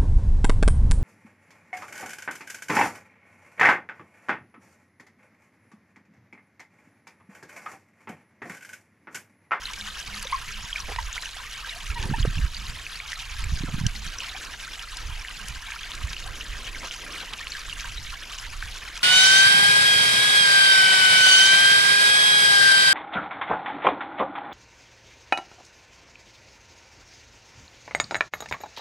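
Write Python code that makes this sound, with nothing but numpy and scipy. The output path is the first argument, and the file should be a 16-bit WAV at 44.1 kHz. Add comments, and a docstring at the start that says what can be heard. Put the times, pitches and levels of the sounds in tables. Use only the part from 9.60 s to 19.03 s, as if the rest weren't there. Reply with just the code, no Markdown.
"""Throughout, water wells out of the open valve of a pool filter, runs down the tank and splashes on the ground:
spurting swarms of ringing bubbles and ticking drops, over noise, outdoors in a light breeze with a far rush.
Faint hum swells in and out until 5.9 s; wet gliding squeaks stand out at 0.7, 1.4 and 2.3-2.6 s.
Gusts of rumbling noise buffet the microphone hard with single thuds at 2.3-2.9 s and 3.8-4.3 s.
The valve's hollow rings, as a resonance of the stream, from 4.6 to 7.5 s; soft footfalls of noise at 7.2-7.8 s."""
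import sys
import numpy as np
from scipy import signal
from scipy.fft import rfft, irfft, next_fast_len
from scipy.io import wavfile
from scipy.ndimage import uniform_filter1d

SR = 44100
rng = np.random.default_rng(int(sys.argv[2]) if len(sys.argv) > 2 else 0)


def transcribe(signal):
    """Save signal, clipped to [-1, 1], as a 16-bit WAV file at the path in sys.argv[1]."""
    frames = np.atleast_2d(signal).T
    limited = np.clip(frames, -1, 1)
    pcm = np.round(limited * 32767).astype(np.int16)
    wavfile.write(sys.argv[1], SR, pcm)


N = 415863
T = np.arange(N) / SR


def amp(db):
    """Decibels to gain."""
    return 10 ** (np.asarray(db) / 20)


def unit(x):
    """Scales to an rms of one."""
    return x / np.sqrt(np.mean(x ** 2) + 1e-20)


def read(points, hz):
    """Reads a spectrum on a log-frequency axis."""
    f, value = np.transpose(points)
    return np.interp(np.log(hz + 1), np.log(f), value)


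def curve(rows):
    """Interpolates a table of (t/s, level/dB) at every sample."""
    t, level_db = np.transpose(rows)
    return np.interp(T, t, level_db)


def colour(x, points):
    """Multiplies a sound's spectrum by a curve, then scales to an rms of one."""
    size = next_fast_len(N + 4096)
    gain = amp(read(points, np.fft.rfftfreq(size, 1 / SR)))
    return unit(irfft(rfft(x, size) * gain, size)[..., :N])


def add(mix, s, sound):
    """Adds a sound into the mix at a time."""
    part = mix[..., max(round(s * SR), 0):][..., :sound.shape[-1]]
    part += sound[..., :part.shape[-1]]


def wander(per_s):
    """A random curve that takes per_s new values a second."""
    knots = rng.standard_normal(4096)
    return unit(np.interp(T * per_s, np.arange(len(knots)), knots))


def pair(likeness):
    """Two white noises that are partly alike."""
    a, b = rng.standard_normal((2, N))
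    c = np.clip(likeness, 0, 1)
    return np.array([a, c * a + np.sqrt(1 - c * c) * b])


def swells(rows):
    """Soft-edged bursts of gain from rows of (t/s, length/s, level/dB)."""
    level = np.zeros(N)
    for s, length_s, db in rows:
        add(level, s, amp(db) * np.hanning(int(length_s * SR)))
    return level


# relative spectra of gurgle and spatter: f/Hz, level/dB
GURGLE_COLOUR = [(300, -20), (600, -13), (830, -6.5), (1100, 0.5), (1450, -0.5), (1660, 2), (1900, -2),
                 (2400, 2.5), (3500, -18)]
SPATTER_COLOUR = [(600, -20), (1500, -0.5), (2300, -4), (2950, 2), (3500, -1.5), (5000, -5), (6500, -7),
                  (7700, -12), (8800, -20), (9900, -14), (12500, -25), (14500, -53), (15800, -81)]


def stream(gurgle_db=-5, spatter_db=-1):
    """The overflow arrives in quick, uneven spurts that drive gurgle, spatter and a fine wash together."""
    spurt_db = 0.85 * spurts(per_s=30) + 0.7 * spurts(per_s=140)
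    churn_db = 1.3 * spurts(per_s=45)  # trapped air leaves the valve in clumps
    gurgle = swarm(2 * (spurt_db + churn_db), per_s=1150, low_hz=370.6, high_hz=3407, cycles=5.1,
                   spread_db=2.0, width=0.45, size_limit=3.6, top_rise=0.09)
    gurgle = colour(gurgle + amp(-2.0) * pair(1.0), GURGLE_COLOUR)

    spatter = swarm(spurt_db, per_s=2100, low_hz=1501, high_hz=14070, cycles=5.34,
                    spread_db=2.5, width=0.49, size_limit=3.8, top_rise=0.047)
    spatter += amp(0.5) * impacts(spurt_db, per_s=420, spread_db=2.5, ring_s=0.0012)
    spatter += amp(-2.5) * pair(0.94)
    # the finest spray reaches each port on its own
    spray = colour(pair(0), [(4000, -15), (11500, -3), (13500, -4.5), (15500, -42)])
    spatter = colour(spatter, SPATTER_COLOUR) + amp(-21.5) * spray
    spatter = unit(spatter * amp(1.28 * spurt_db + 0.6 * wander(per_s=16)))

    water = amp(gurgle_db) * unit(gurgle) + amp(spatter_db) * spatter
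    return water * amp(flow_db())


# the stream eases a little: t/s, level/dB
STRENGTH = [(0, -38), (3.1, -39.5), (5.4, -40), (7.9, -39.5), (9.4, -39.5)]
# surges and lulls of water over the rim: t/s (middle), level/dB (re stream)
SURGES = [(1.04, -3), (1.2, 2), (2.09, 0.5), (3.46, -2), (3.56, 2), (4.645, 3), (4.81, 1.7), (4.96, -1),
          (6.13, 1), (6.33, 2.5), (7.56, 3), (8.25, 4), (8.79, 0.5)]
SURGE_S = 0.049  # half width, to 1/e of the dB change


def flow_db():
    """Level of the stream: nearly steady, with short rounded surges and lulls."""
    surge_db = sum(db * np.exp(-((T - s) / SURGE_S) ** 2) for s, db in SURGES)
    return curve(STRENGTH) + surge_db


def spurts(per_s):
    """Quick random ups and downs that cancel out, so that the mean level in dB holds."""
    knots = np.diff(rng.random(4096) ** 2)
    return unit(np.interp(T * per_s, np.arange(len(knots)), knots))


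def swarm(spurt_db, per_s, low_hz, high_hz, cycles, spread_db, width, size_limit, top_rise,
          link_s=0.0045, step=0.2, count=3):
    """Air breaks into short chains of bubbles, each soon after the last and near its pitch, thicker in spurts."""
    odds = np.cumsum(amp(spurt_db))
    out = np.zeros((2, N))
    chains = int(per_s * N / SR / count)
    for chain in rng.random((8000, count + 1, 5))[:chains]:
        when, pitch, size, side, _ = chain[0]
        s = np.searchsorted(odds, when * odds[-1]) / SR
        hz = low_hz * (high_hz / low_hz) ** pitch
        gain = amp(spread_db * min(-np.log(1 - size), size_limit)) * hz  # pitch weight keeps the swarm white
        pan = width * (2 * side - 1)
        for share, ring, glide, wait, leap in chain[1:]:
            ring_cycles = cycles * 2 ** (2 * ring - 1)
            sound = gain * share * bubble(hz, ring_cycles, rise=top_rise * glide ** 2)
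            add(out, s, np.array([[1 + pan], [1 - pan]]) * sound)
            s += 2 * link_s * wait
            hz = min(hz * (1 + step * (2 * leap - 1)), high_hz)
    return unit(out)


def bubble(hz, cycles, rise):
    """A pocket of air swells into ringing and dies, its pitch rising as it nears the surface; envelope peak 1."""
    u = np.arange(int(4 * cycles * SR / hz)) * hz / (cycles * SR)  # time in ring lengths
    envelope = 2 * u * np.exp(1 - 2 * u)
    turns = cycles * (u + rise * (u * u / 2 - u * np.log(2)))
    return envelope * np.sin(2 * np.pi * turns)


def impacts(spurt_db, per_s, spread_db, ring_s, width=0.25):
    """Droplets tick on the tank and the ground, each a short dying burst of noise."""
    sizes = amp(spread_db * np.minimum(rng.exponential(1, N), 5))
    hits = sizes * (rng.random(N) < per_s * amp(spurt_db) / SR)
    spot = rng.integers(0, 2048, N)
    t = T[:256]
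    rings = rng.standard_normal((2048, 2, len(t))) * np.exp(-t / ring_s)
    out = np.zeros((2, N))
    for at in np.flatnonzero(hits):
        common, apart = rings[spot[at]]
        add(out, at / SR, hits[at] * (common + np.array([[width], [-width]]) * apart))
    return unit(np.diff(out, prepend=0) + .5 * out)  # treble lift


# loudest bubbles, deep glugs to high plinks: t/s, level/dB (peak), f/Hz, ring/cycles
BUBBLES = [(0.055, -21.5, 4030, 7.5), (0.2117, -19, 3680, 2.6), (0.543, -28.5, 4260, 8.1),
           (0.651, -35.5, 527, 4), (0.671, -23.5, 3670, 6.3), (1.129, -19, 3170, 7.2),
           (1.159, -18, 2350, 6.2), (1.2032, -22, 5700, 6.8), (1.5291, -21.5, 6600, 4.9),
           (1.566, -28.5, 1430, 5), (1.579, -19.5, 2060, 3.2), (1.657, -22.5, 2820, 4.5),
           (1.766, -39, 766, 2.5), (2.045, -28.5, 1570, 5.6), (2.094, -21.5, 3780, 7.3),
           (2.16, -40.5, 700, 7), (2.304, -25.5, 2560, 5.6), (2.6284, -20.5, 3150, 6),
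           (2.782, -26, 2700, 8.7), (2.946, -27.5, 4600, 9.7), (2.967, -24.5, 4600, 8.3),
           (3.266, -22, 2480, 4), (3.4014, -22, 2260, 3.9), (3.5306, -20, 1870, 3),
           (3.8404, -21.5, 2270, 2.1), (3.842, -26.5, 7400, 9), (4.2664, -11.5, 5830, 3),
           (4.2651, -20, 2990, 6.2), (4.586, -21, 5760, 6.7), (4.6038, -21, 2900, 4.8),
           (4.765, -28, 3190, 7), (4.941, -34.5, 1610, 8), (5.029, -39, 1580, 17), (5.077, -32, 1480, 6),
           (5.194, -22.5, 3120, 3), (5.649, -23, 1940, 2.7), (5.684, -23, 2860, 3.3),
           (6.103, -30, 1700, 4.5), (6.1198, -22, 2300, 3.4), (6.161, -30, 1370, 4.6),
           (6.233, -24, 3270, 3.6), (6.318, -19, 3360, 1.9), (6.566, -22.5, 2860, 4.6),
           (6.66, -39, 750, 4.2), (6.8092, -21.5, 2940, 4.1), (7.148, -26, 2160, 4.8),
           (7.311, -19, 3000, 2.4), (7.739, -19, 2780, 1.1), (7.807, -31, 1810, 15),
           (7.8702, -16.5, 2720, 1.5), (7.92, -21, 4330, 5.9), (7.949, -28.5, 1660, 12),
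           (8.127, -23.5, 2790, 8.5), (8.208, -22.5, 6060, 3.8), (8.244, -27, 1540, 3),
           (8.3797, -27, 3900, 15), (9.0257, -20, 1570, 2.3)]
# dull slaps, splats and cracks: t/s, level/dB (peak), f/Hz (mid band), decay/s
SPLATS = [(1.283, -31, 520, 0.0065), (1.295, -26.5, 800, 0.01), (1.317, -29, 600, 0.006),
          (1.361, -17.5, 2400, 0.0026), (2.07, -31, 1310, 0.004), (2.65, -22, 900, 0.0053),
          (2.813, -27.5, 2000, 0.0031), (4.077, -33, 696, 0.022)]
# drops ticking sharply on the tank: t/s, level/dB (peak), f/Hz (mid band)
TICKS = [(0.134, -22, 5200), (0.474, -29, 6200), (0.627, -19.5, 9500), (2.427, -20.5, 3700),
         (2.8, -29.5, 6700), (3.519, -20, 3600), (4.266, -20, 6000), (4.848, -30, 4300),
         (5.225, -25.5, 5500), (5.37, -19.5, 6400), (5.884, -20, 10500), (6.351, -25, 6000),
         (6.531, -20, 3500), (7.735, -19.5, 4000), (8.975, -31.5, 6300), (9.376, -20, 3900)]
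TICK_DECAY_S = 0.0024


def plinks():
    """The large bubbles, slaps and ticks that stand out from the stream."""
    out = np.zeros(N)
    for s, db, hz, cycles in BUBBLES:
        add(out, s, amp(db) * bubble(hz, cycles, rise=0.048))
    for s, db, hz, decay_s in SPLATS:
        add(out, s, amp(db) * slap(hz, decay_s))
    for s, db, hz in TICKS:
        add(out, s, amp(db) * slap(hz, TICK_DECAY_S))
    return out


def slap(hz, decay_s):
    """A short hit: a quickly dying patter of fine pulses, with a peak of one."""
    t = T[:2048]
    patter = rng.standard_normal(len(t)) * np.sqrt(rng.exponential(1, len(t)))
    edges_hz = [hz / 2.1, min(hz * 1.54, SR / 2 - 1)]
    band = signal.butter(2, edges_hz, "band", fs=SR, output="sos")
    sound = signal.sosfilt(band, patter * np.exp(-t / decay_s))
    sound = uniform_filter1d(sound, size=3)  # water cushions the very top
    return sound / abs(sound).max()


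# upward-sweeping bubble: t/s, length/s, level/dB (start), f/Hz (start), rise/share of f
CHIRPS = [(4.747, 0.032, -38.5, 744, 1.12)]


def chirps(attack_s=0.0018, fade_db=-5):
    """A bubble nearly holds its pitch, then sweeps upward as it breaks the surface."""
    out = np.zeros(N)
    for s, length_s, db, hz, rise in CHIRPS:
        u = np.linspace(0, 1, int(length_s * SR))
        edges = np.minimum(np.minimum(u, 1 - u) * length_s / attack_s, 1)
        phase = 2 * np.pi * np.cumsum(hz * (1 + rise * u ** 3)) / SR
        add(out, s, edges * amp(db + fade_db * u) * np.sin(phase))
    return out


# hollow of the valve rings: t/s, length/s, level/dB (resonance gain at the crest)
HOLLOW = [(4.64, 2.9, -14)]


def hollow(water, ring_hz=1640, width_hz=130):
    """The water sets the hollow of the open valve ringing for a while: a resonant filter on the stream."""
    peak = signal.iirpeak(ring_hz, ring_hz / width_hz, fs=SR)
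    return water + swells(HOLLOW) * signal.lfilter(*peak, water)


# wet squeaks: t/s, length/s, level/dB (fundamental), f/Hz (middle), rise/share of f, overtones/dB
SQUEAKS = [(0.721, 0.02, -18, 1077, 0.32, -10.5), (0.734, 0.028, -21, 1078, -0.1, -28),
           (1.384, 0.0097, -19, 978, -0.036, -7), (2.349, 0.048, -32.5, 957, -0.094, -4.5),
           (2.382, 0.04, -41, 882, -0.155, 0), (2.428, 0.029, -35, 890, 0.079, 3),
           (2.534, 0.018, -21.5, 884, 0.21, -3.5)]


def squeaks(arch=0.414, third_db=-9, rough=0.33):
    """Short slips of something wet: the pitch glides in an arch, with two overtones that tremble."""
    out = np.zeros(N)
    for s, length_s, db, hz, rise, overtone_db in SQUEAKS:
        u = np.linspace(-.5, .5, int(length_s * SR))
        tremble = wander(per_s=300)[:len(u)]
        phase = 2 * np.pi * np.cumsum(hz * (1 + rise * u - arch * u * u)) / SR
        overtones = np.sin(2 * phase) + amp(third_db) * np.sin(3 * phase)  # third re second
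        tone = np.sin(phase) + amp(overtone_db) * overtones * (1 + rough * tremble)
        add(out, s, amp(db) * tone * np.cos(np.pi * u) ** 2)
    return out


# chafing under the run of squeaks: t/s, length/s, level/dB
RUB = [(2.32, 0.29, -43.5)]


def rubbing():
    """The wet surface goes on chafing between its squeaks: noise with broad peaks, one near their pitch."""
    chafe = colour(pair(0.94), [(150, -16), (370, 9), (650, -7.5), (930, 0), (1200, -9), (1780, -16),
                                (2200, -17), (2750, -9), (8000, -54)])
    return swells(RUB) * chafe


# soft footfalls on wet grass: t/s, length/s, level/dB
STEPS = [(7.205, 0.079, -38.5), (7.60, 0.058, -41.5), (7.69, 0.085, -42.5)]


def footsteps():
    """Soles press into the wet grass with a dull squelch: swells of coloured noise."""
    squelch = colour(pair(0.95), [(100, -6), (350, -11.0), (1050, -1), (2000, -8), (15000, -48)])
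    return swells(STEPS) * squelch


def pool_wall(x, wet_db=-14, t60_s=0.0097):
    """The pool wall, tank and ground scatter a weak echo: sparse random taps, dying away."""
    t = T[:6000]
    taps = rng.standard_normal((2, len(t))) * (rng.random((2, len(t))) < .06)
    taps *= amp(-60 * t / t60_s) * (t > .003)
    taps /= np.linalg.norm(taps, axis=1, keepdims=True)
    return x + amp(wet_db) * signal.oaconvolve(np.atleast_2d(x), taps, axes=1)[:, :N]


# relative spectrum of the wind: f/Hz, level/dB
RUMBLE_COLOUR = [(10, -7), (33, 4), (50, -1.5), (70, -7.5), (120, -20), (200, -63), (400, -46), (3000, -97)]


def wind(lean_db=3.0):
    """Turbulence rumbles at the ports, most on the right; a strong gust adds smaller eddies and single thuds."""
    flutter_db = wind_db(flutter=True)
    rumble = colour(pair(0.97), RUMBLE_COLOUR)
    # level out slow swings, so that the wind speed sets the swell
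    rumble /= np.sqrt(uniform_filter1d((rumble ** 2).mean(0), size=5000) + 0.017)
    flutter = colour(pair(0.49), [(40, -25), (110, 15.0), (220, 0.0), (400, -18.0), (2500, -68)])
    out = amp(wind_db() + 4.5) * rumble
    out = out + amp(flutter_db - 15.0 + 4.7 * wander(per_s=43)) * flutter
    out = out + thuds(flutter_db)
    return out * amp([[-lean_db], [lean_db]])


# gusts: t/s (start), length/s, level/dB (crest, before wind() offsets), flutter/dB (re level)
GUSTS = [(0.508, 0.52, -44.5, 3.5), (1.244, 0.21, -37.5, -14), (2.33, 0.36, -33, 7), (2.754, 0.063, -29, 6),
         (2.987, 0.095, -38, 4), (3.802, 0.12, -30.5, 2), (3.992, 0.28, -33.5, 10.5), (4.356, 0.12, -39, 4),
         (5.416, 0.13, -36, -18), (5.875, 0.056, -40, 0.5), (6.417, 0.03, -36.5, 6.5),
         (6.593, 0.1, -39.5, -3), (6.902, 0.022, -36, -15), (7.07, 0.091, -41, -18),
         (8.063, 0.42, -41.5, 5), (8.893, 0.18, -37.5, -1)]
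GUST_RISE_S, GUST_BUILD_DB, GUST_FALL_S = 0.11, 5.5, 0.068  # arrives, builds to its crest, drops away
BREEZE_DB, BREEZE_FLUTTER_DB = -50.5, 1  # air between gusts, before wind() offsets
FLUTTER_STEEPNESS = 1.46  # smaller eddies follow a gust's shape this many times more steeply


def wind_db(flutter=False):
    """Level of the wind, or of its flutter: gusts of one shape over a light breeze."""
    power = np.full(N, amp(BREEZE_DB + flutter * BREEZE_FLUTTER_DB) ** 2)
    for s, length_s, db, flutter_db in GUSTS:
        early_s, late_s = np.maximum(s - T, 0), np.maximum(T - s - length_s, 0)
        build_db = GUST_BUILD_DB * (np.clip((T - s) / length_s, 0, 1) - 1)
        shape = amp(build_db) * np.exp(-early_s / GUST_RISE_S - late_s / GUST_FALL_S) + 1e-9
        if flutter:
            gust = amp(db + flutter_db) * shape ** FLUTTER_STEEPNESS
        else:
            gust = amp(db) * shape
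        power = power + gust ** 2
    return 10 * np.log10(power)


# hardest eddies striking the microphone: t/s (middle), level/dB (before lean and envelope), f/Hz
EDDIES = [(2.307, -19, 50.5), (2.398, -23, 80), (2.458, -23.5, 125), (2.499, -19, 135), (2.514, -19.5, 205),
          (2.528, -16.5, 114), (2.586, -27, 210), (2.605, -16, 87), (2.638, -15.5, 36.3), (2.653, -17, 450),
          (2.679, -14.5, 119), (2.776, -18.5, 95), (2.79, -23, 135), (2.845, -13, 52), (3.839, -21, 45),
          (3.863, -25, 80), (3.924, -22, 114), (3.938, -16.5, 80), (4.010, -23.5, 138), (4.038, -20, 225),
          (4.045, -23, 170), (4.089, -26, 155), (4.144, -17, 133), (4.184, -24.5, 157), (4.215, -17.5, 128),
          (4.24, -20, 127), (4.266, -13.5, 117), (5.497, -26.5, 84), (6.446, -20, 64.5)]


def thuds(flutter_db, per_s=32, small_db=-8, spread_db=4, low_hz=130, high_hz=300):
    """Eddies strike the port with a push and pull each: the hardest, and small ones that follow the flutter."""
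    when, pitch, size = rng.random((1200, 3))[:int(per_s * N / SR)].T
    at = (when * N).astype(int)
    level_db = flutter_db[at] + small_db - spread_db * (size + pitch)
    small = zip(T[at], level_db, low_hz * (high_hz / low_hz) ** pitch)
    t = T[:3000] - T[1500]
    out = np.zeros(N)
    for s, db, hz in EDDIES + list(small):
        add(out, s + t[0], amp(db) * np.sin(2 * np.pi * hz * t) / np.cosh(t * hz / 0.28))
    return out


# swells of a faint hollow hum: t/s, length/s, level/dB
HUMS = [(.13, 0.22, -49.5), (.44, 0.23, -47.5), (.86, 0.25, -52.5), (2.92, 0.19, -51), (4.3, 0.17, -48.5),
        (5.78, 0.11, -49.5)]
HUM_HZ = 204.6


def hum(waver_hz=4):
    """A faint hollow hum comes and goes: a sine of wavering pitch."""
    hz = HUM_HZ + waver_hz * wander(per_s=61)
    return swells(HUMS) * np.sin(2 * np.pi * np.cumsum(hz) / SR)


# relative spectrum of the yard: f/Hz, level/dB
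YARD_COLOUR = [(40, -4), (120, -8), (200, -9.5), (3000, -64)]


def yard():
    """The low, steady background of the yard: coloured noise."""
    return amp(-62.0) * colour(pair(0.74), YARD_COLOUR)


# distant low rush behind the water: t/s, level/dB
DISTANCE = [(0, -62), (3.6, -68), (4.7, -56), (6.1, -61.5), (6.8, -55), (7.85, -56), (8.05, -65.5),
            (9.4, -58.5)]


def distant_rush():
    """A low rush swells far off: coloured noise with a drifting, unsteady level."""
    noise = colour(pair(0.88), [(100, 2.5), (300, 5.5), (700, 2.5), (2000, -36)])
    return amp(curve(DISTANCE) + 3.2 * wander(per_s=9)) * noise


def scene():
    """Water and steps near the pool wall, wind, hum, the low background of the yard and a far rush."""
    slips = pool_wall(squeaks(), wet_db=-9.0, t60_s=0.11) + rubbing()
    water = pool_wall(hollow(stream()) + plinks() + chirps() + footsteps())
    return water + slips + wind() + hum() + yard() + distant_rush()


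# microphone pair: f/Hz, level/dB (left minus right)
BALANCE_DB = [(40, 2.5), (150, 1), (400, -0.5), (1300, -1), (4400, -0.5), (8100, 1.3), (15000, 2.5)]
EDGE_HZ = 15650


def record(dry, lag_s=.000022):
    """Two ports: the left lags slightly, less so in the treble; their balance varies with pitch; then a low-pass."""
    size = next_fast_len(N + 4096)
    hz = np.fft.rfftfreq(size, 1 / SR)
    lag = np.exp(-1j * np.pi * hz * lag_s / (1 + (hz / 6000) ** 4))  # half the lag on each port
    tilt = amp(read(BALANCE_DB, hz) / 2) * lag
    ports = irfft(rfft(dry, size) * np.array([tilt, 1 / tilt]), size)[:, :N]
    low_pass = signal.firwin(511, EDGE_HZ, window=("kaiser", 9), fs=SR)
    return signal.oaconvolve(ports, low_pass[None], "same")


dry = scene()
out = record(dry)
transcribe(out)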